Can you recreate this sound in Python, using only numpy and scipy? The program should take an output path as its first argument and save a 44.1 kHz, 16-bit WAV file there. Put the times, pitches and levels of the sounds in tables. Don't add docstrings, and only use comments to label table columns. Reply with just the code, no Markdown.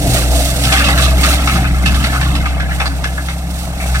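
import sys
import numpy as np
from scipy.fft import rfft, irfft, next_fast_len
from scipy.io import wavfile
from scipy.ndimage import map_coordinates

SR = 44100
rng = np.random.default_rng(int(sys.argv[2]) if len(sys.argv) > 2 else 0)


def dump_mix(stems):
    frames = np.atleast_2d(stems).T
    limited = np.clip(frames, -1, 1)
    pcm = np.round(limited * 32767).astype(np.int16)
    wavfile.write(sys.argv[1], SR, pcm)


N = 176400
TOP_HZ = 15850


def amp(db):
    return 10 ** (np.asarray(db) / 20)


def unit(x):
    return x / np.sqrt(np.mean(x ** 2) + 1e-20)


def along(points, hz):
    freqs, values = np.transpose(points)
    return np.interp(np.log(hz + 1), np.log(freqs + 1), values)


def curves(rows):
    times, *columns = np.transpose(rows)
    return [np.interp(np.arange(N) / SR, times, column) for column in columns]


def wobble(rate, size=N):
    values = rng.standard_normal(size // 8 + 8)
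    return map_coordinates(values, [np.arange(size) * rate / SR + 2], mode="mirror")


def filtered(x, response):
    n = x.shape[-1]
    padded = next_fast_len(n + 8192)
    return irfft(rfft(x, padded) * response(np.fft.rfftfreq(padded, 1 / SR)), padded)[..., :n]


def noise(gain, size=N):
    return unit(filtered(rng.standard_normal((2, size)), gain))


def resonance(hz, centre, width):
    return 1j * hz * width / (centre ** 2 - hz ** 2 + 1j * hz * width)


# (time [s], blades passing [Hz], level [dB])
FAN_HUM = [(0, 146, -32.5), (1.3, 156.7, -31), (3, 163.4, -31), (3.9, 172.7, -28.5)]

def fan():
    hz, db = curves(FAN_HUM)
    level = np.sqrt(2) * amp(db + 0.8 * wobble(rate=4))
    phase = 2 * np.pi * np.cumsum(hz) / SR + 0.47 * wobble(rate=3.2)
    return level * np.sin(phase) * [[1], [0]]


# (time [s], level [dB])
PIPE_LEVEL = [(0, -28), (.72, -26.5), (2.8, -34.5), (4, -44)]

def pipe(ring_hz=285.9, width_hz=20.7):
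    return amp(curves(PIPE_LEVEL)[0]) * noise(lambda hz: resonance(hz, ring_hz, width_hz) ** 2)


# (time [s], relative level [dB])
CLATTER_LEVEL = [(0, -27.5), (1.4, -27.5), (2, -28.5), (2.8, -27.5), (3.55, -31), (3.92, -25)]
# (frequency [Hz], gain [dB])
BLOCK_TONE = [(250, -22), (420, -10), (670, 1.5), (790, 0), (1000, -11.5), (2200, -16.5), (9000, -77)]

def clatter(firings, rough_db=2):
    block = lambda hz: amp(along(BLOCK_TONE, hz))
    places, sizes = rng.random(40), rng.standard_normal(40)
    cycles = np.arange(int(firings[-1] / 4))[:, None]
    at = np.interp(4 * (cycles + places), firings, np.arange(N))
    hits = sizes * amp(0.83 * rng.standard_normal(at.shape))
    clicks = np.bincount(at.astype(int).ravel(), hits.ravel(), N)
    knocks = unit(filtered(clicks, block)) * [[1], [0]]
    burning = noise(block) * (1 + 0.35 * np.cos(2 * np.pi * firings))
    level = amp(curves(CLATTER_LEVEL)[0] + 2.05 * wobble(rate=13) - 6)
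    return level * (knocks + amp(rough_db) * burning)


# (time [s], level [dB])
CHURN_LEVEL = [(0, -27.5), (.16, -18), (.55, -29), (1.32, -26.5), (1.7, -63)]
# (pitch [Hz], width [Hz], relative level [dB])
AIR_RINGS = [(374, 88, -9), (500, 24, -7), (590, 90, -4.5), (664, 77, -2), (790, 180, -7)]

def churn(swell_db=4, rough_db=2):
    growl = sum(amp(db + swell_db * wobble(rate=14)) * noise(lambda hz: resonance(hz, pitch, width) ** 2)
                for pitch, width, db in AIR_RINGS)
    return amp(curves(CHURN_LEVEL)[0]) * unit(growl * amp(rough_db * wobble(rate=90)))


# (time [s], relative level [dB])
SPRAY_LEVEL = [(0, -32), (.15, -22), (.27, -30.5), (.37, -22.5), (.55, -29), (.66, -25), (.95, -30.5),
               (1.04, -27.5), (1.14, -34.5), (1.22, -26.5), (1.32, -23), (1.4, -35), (1.53, -29),
               (1.7, -40), (1.9, -33.5), (2.15, -33.5), (2.67, -44.5), (2.74, -37), (2.97, -41),
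               (3.07, -39.5), (3.31, -38.5), (3.44, -43), (3.6, -35.5), (3.76, -42), (3.83, -34.5)]
# (frequency [Hz], gain [dB])
CHAFF_TONE = [(900, -17.5), (1700, 0.5), (2500, -1), (3050, 0), (3700, 3), (5500, -1), (8000, 1),
              (12000, -4), (15500, -10)]

def spray(boost_db=7):
    grains = amp(-0.5 * wobble(rate=370) + 1.47 * wobble(rate=90))
    hiss = noise(lambda hz: amp(along(CHAFF_TONE, hz)))
    return amp(curves(SPRAY_LEVEL)[0] + boost_db) * unit(hiss * grains)


# (frequency [Hz], gain [dB])
HOOD_TONE = [(380, -27), (600, -9), (780, -3.5), (950, -10), (1300, -1.5), (3800, -2), (5500, -9.5),
             (12000, -23), (15500, -72)]
# (pitch [Hz], width [Hz], boost [dB])
HOOD_RINGS = [(817, 120, 5.5), (1167, 280, 5), (1720, 72, 6), (2113, 50, 8.5), (2584, 30, 5.5)]

def hood(hz):
    rings_db = sum(db / (1 + ((hz - pitch) / (width / 2)) ** 2) for pitch, width, db in HOOD_RINGS)
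    return amp(along(HOOD_TONE, hz) + rings_db)


def snaps(per_second=420, middle_hz=1886, spread_octaves=0.75, fade_cycles=14, scatter_db=3.2):
    count = int(per_second * N / SR)
    t = np.arange(SR // 30) / SR
    at = rng.integers(N, size=(count, 1)) + np.arange(len(t))
    hz = np.minimum(middle_hz * 2 ** (spread_octaves * rng.standard_normal((count, 1))), TOP_HZ)
    strength = amp(scatter_db * np.minimum(rng.exponential(size=(count, 1)), 3.5))
    rings = strength * np.sqrt(hz) * np.sin(2 * np.pi * hz * t) * np.exp(-hz * t / fade_cycles)
    return unit(np.bincount(at.ravel(), rings.ravel(), N)[:N])


# (time [s], level [dB])
CHOPPING_LEVEL = [(0, -63), (.17, -18), (.3, -35), (.6, -30.5), (.76, -14), (1.15, -24), (1.27, -17),
                  (1.4, -22.5), (1.52, -21), (1.7, -27), (2.15, -23), (2.5, -28), (3.45, -39.5), (4, -32)]

def chopping():
    hiss = rng.standard_normal((2, N))
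    crackle = unit(hiss * amp(-0.5 * wobble(rate=670) - 4.2 * wobble(rate=35)))
    breaking = crackle + np.array([snaps(), snaps()])
    return amp(curves(CHOPPING_LEVEL)[0]) * unit(filtered(breaking, hood))


# (time [s], level [dB])
DRONE_LEVEL = [(0, -15.5), (.2, -16), (.33, -9.5), (.52, -17.5), (1.13, -9.5), (1.42, -13), (1.54, -15.5),
               (1.94, -11), (2.12, -17), (2.3, -13), (2.6, -17), (3.1, -19), (3.78, -22), (3.94, -12.5),
               (4, -15.5)]
# (time [s], level [dB])
RUMBLE_LEVEL = [(0, -20), (.13, -18.5), (.26, -25.5), (.6, -24.5), (.87, -19), (1.5, -22.5), (1.59, -16.5),
                (1.69, -23.5), (1.9, -20.5), (2.3, -22.5), (2.55, -27), (3.5, -30), (4, -26)]
# (pitch [times the firing rate], relative level [dB])
ENGINE_TONES = [(.56, -12), (2, -4.5), (2.78, -13), (5.17, -22)]
# (frequency [Hz], gain [dB])
RUMBLE_TONE = [(15, -30), (38, 0.5), (100, -2.5), (175, 1.5), (225, -5), (290, -11), (470, -28),
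               (1500, -91)]

def exhaust(firings, rumble_swing=1.27):
    level_db, = curves(RUMBLE_LEVEL)
    tones = amp(curves(DRONE_LEVEL)[0]) * np.exp(2j * np.pi * firings)
    for multiple, db in ENGINE_TONES:
        level = amp(level_db + db + 3.3 * wobble(rate=6.6))
        phase = 2 * np.pi * (multiple * firings + rng.random()) + 0.35 * wobble(rate=9)
        tones += level * np.exp(1j * phase)
    rumble = noise(lambda hz: amp(along(RUMBLE_TONE, hz)))
    puffs = 1 + 0.14 * np.cos(2 * np.pi * firings)
    rumble = unit(rumble * puffs * amp(2 * wobble(rate=24)))
    rumble_db = level_db.mean() + rumble_swing * (level_db - level_db.mean())
    scattered = tones.imag * wobble(rate=2.5)
    return np.sqrt(2) * np.array([tones.real, scattered]) + amp(rumble_db) * rumble


STALK_HITS = [(0.638, -4, 0.012, 785, -14.5, -30, -20.5), (0.723, 3, 0.011, 765, -13.5, -21, -28.5),
              (0.781, -4.5, 0.018, 2600, -20, -28, -20), (0.841, -1.5, 0.032, 2616, -26, -24, -25),
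              (0.885, -12, .018, 2010, -2.5, -9, -21), (0.976, -8.5, 0.019, 1630, -26, -7.5, -16.5),
              (1.02, -3, 0.037, 1230, -24, -14.5, -19.5), (1.232, 0.5, 0.016, 1314, -23, -13.5, -24.5),
              (1.329, -7.5, 0.0077, 623, -9, -17, -25), (1.473, -3, 0.016, 1277, -14.5, -16.5, -28.5),
              (1.556, -11.5, 0.013, 773, -8, -13.5, -28), (1.643, -19, 0.021, 2610, -40, -2.5, -32),
              (1.859, -4, .018, 2610, -11.5, -19, -21.5), (1.944, -15, 0.015, 1700, -10, -13, -17),
              (2.039, -5.5, 0.011, 1330, -12.5, -17, -27), (2.126, -18, 0.04, 1320, -4, -13, -39),
              (2.212, -12, .018, 1800, -11, -11, -25.5), (2.351, -17, 0.015, 2634, -5.5, -8.5, -22),
              (2.456, -15, 0.0085, 2300, -6, -10, -30), (2.599, -14.5, .012, 1694, -36, -5.5, -28.5),
              (2.708, -18, 0.017, 1880, -35, -6, -29.5), (2.8, -8.5, .016, 778, -10.5, -10.5, -33),
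              (2.856, -21, 0.0083, 4680, 1, -1.5, -16), (3.039, -8, 0.012, 1680, -15.5, -13.5, -26.5),
              (3.177, -21, 0.0087, 1680, -24, -1.5, -34), (3.285, -18.5, 0.017, 2140, -6.5, -12, -27),
              (3.799, -17.5, 0.042, 2282, -25, -12, -46), (3.944, -13.5, 0.015, 1670, -28, -5, -26.5)]
HIT_BAND_HZ = [640, 1440, 3200]
HIT_BAND_DB = [-3.5, -2, 10]

def strikes(attack_s=0.002, crunch_fade_s=0.085, debris_fade_s=0.48, debris_db=-7.5):
    crack_hz, crack_db = 2450, -15.5
    ring_sharpness, ring_db = 21.6, 8
    size = SR // 4
    out, t = np.zeros((2, N + size)), np.arange(size) / SR
    for time, db, length, ring_hz, *bands in STALK_HITS:
        crunch = amp(-60 * np.maximum(t - length, 0) / crunch_fade_s)
        debris = amp(debris_db - 60 * t / debris_fade_s)
        shape = np.minimum(t / attack_s, 1) * (crunch + debris)
        random_tone = np.transpose([np.geomspace(500, 12000, 60), 3 * rng.standard_normal(60)])
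        band_tone = sorted([*zip(HIT_BAND_HZ, np.add(bands, HIT_BAND_DB)), (crack_hz, crack_db)])
        burst = noise(lambda hz: hood(hz) * amp(along(random_tone, hz) + along(band_tone, hz)), size)
        ragged = shape * burst * amp(2.4 * wobble(rate=420, size=size))
        ring = lambda hz: 1 + amp(ring_db) * resonance(hz, ring_hz, ring_hz / ring_sharpness)
        hit = unit(filtered(ragged, ring)) * np.sqrt(np.mean(shape ** 2))
        level = amp(db - 0.5) * np.linalg.norm(amp([*bands, crack_db]))
        start = round((time - attack_s / 2) * SR)
        out[:, start:start + size] += level * hit
    return out[:, :N]


# (frequency [Hz], likeness [0 to 1])
LIKENESS = [(60, .96), (700, .96), (1700, .9), (3500, .72), (7000, .48), (14000, .1)]
# (frequency [Hz], left minus right [dB])
LEFT_BALANCE = [(60, 0.5), (300, 1), (530, -8.5), (850, 9.5), (1100, -12), (1500, 7.5), (1900, -6),
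                (2300, 10.5), (2750, -5.5), (4800, -7.5), (10500, -4), (12000, -10.5), (15000, -16)]
# (frequency [Hz], left ahead by [radians])
LEFT_LEAD = [(0, 0), (700, -.1), (950, -1.4), (1300, -.7), (1850, -2.7), (2150, -1.8), (2450, -3.3),
             (2650, -6), (2950, -9.4), (4100, -9.3), (5800, -11.9), (6900, -15.9), (10800, -22)]

def stereo(pair):
    def blend(hz):
        angle = np.arccos(np.clip(along(LIKENESS, hz), 0, 1)) / 2
        return np.array([np.cos(angle), np.sin(angle)])

    def left_and_right(hz):
        sides = np.array([[0.5], [-0.5]])
        gain = amp(sides * along(LEFT_BALANCE, hz))
        lead = np.interp(hz, *np.transpose(LEFT_LEAD))
        return gain / np.sqrt(np.mean(gain ** 2, axis=0)) * np.exp(1j * sides * lead)

    direct, scattered = filtered(pair, blend)
    return filtered(np.array([direct + scattered, direct - scattered]), left_and_right)


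# (time [s], firing rate [Hz])
FIRING_RATE = [(0, 60.23), (.35, 62.35), (1.1, 64.57), (3.6, 65.37), (3.95, 63.27)]

def scene():
    firing_hz = curves(FIRING_RATE)[0] + 0.18 * wobble(rate=8)
    firings = np.cumsum(firing_hz) / SR
    return stereo(exhaust(firings) + fan() + pipe() + churn() + clatter(firings)
                  + strikes() + chopping() + spray())


def record(dry, ceiling=0.63):
    rounded = dry / (1 + np.abs(dry / ceiling) ** 6) ** (1 / 6)
    return filtered(rounded, lambda hz: hz < TOP_HZ)


dry = scene()
out = record(dry)
dump_mix(out)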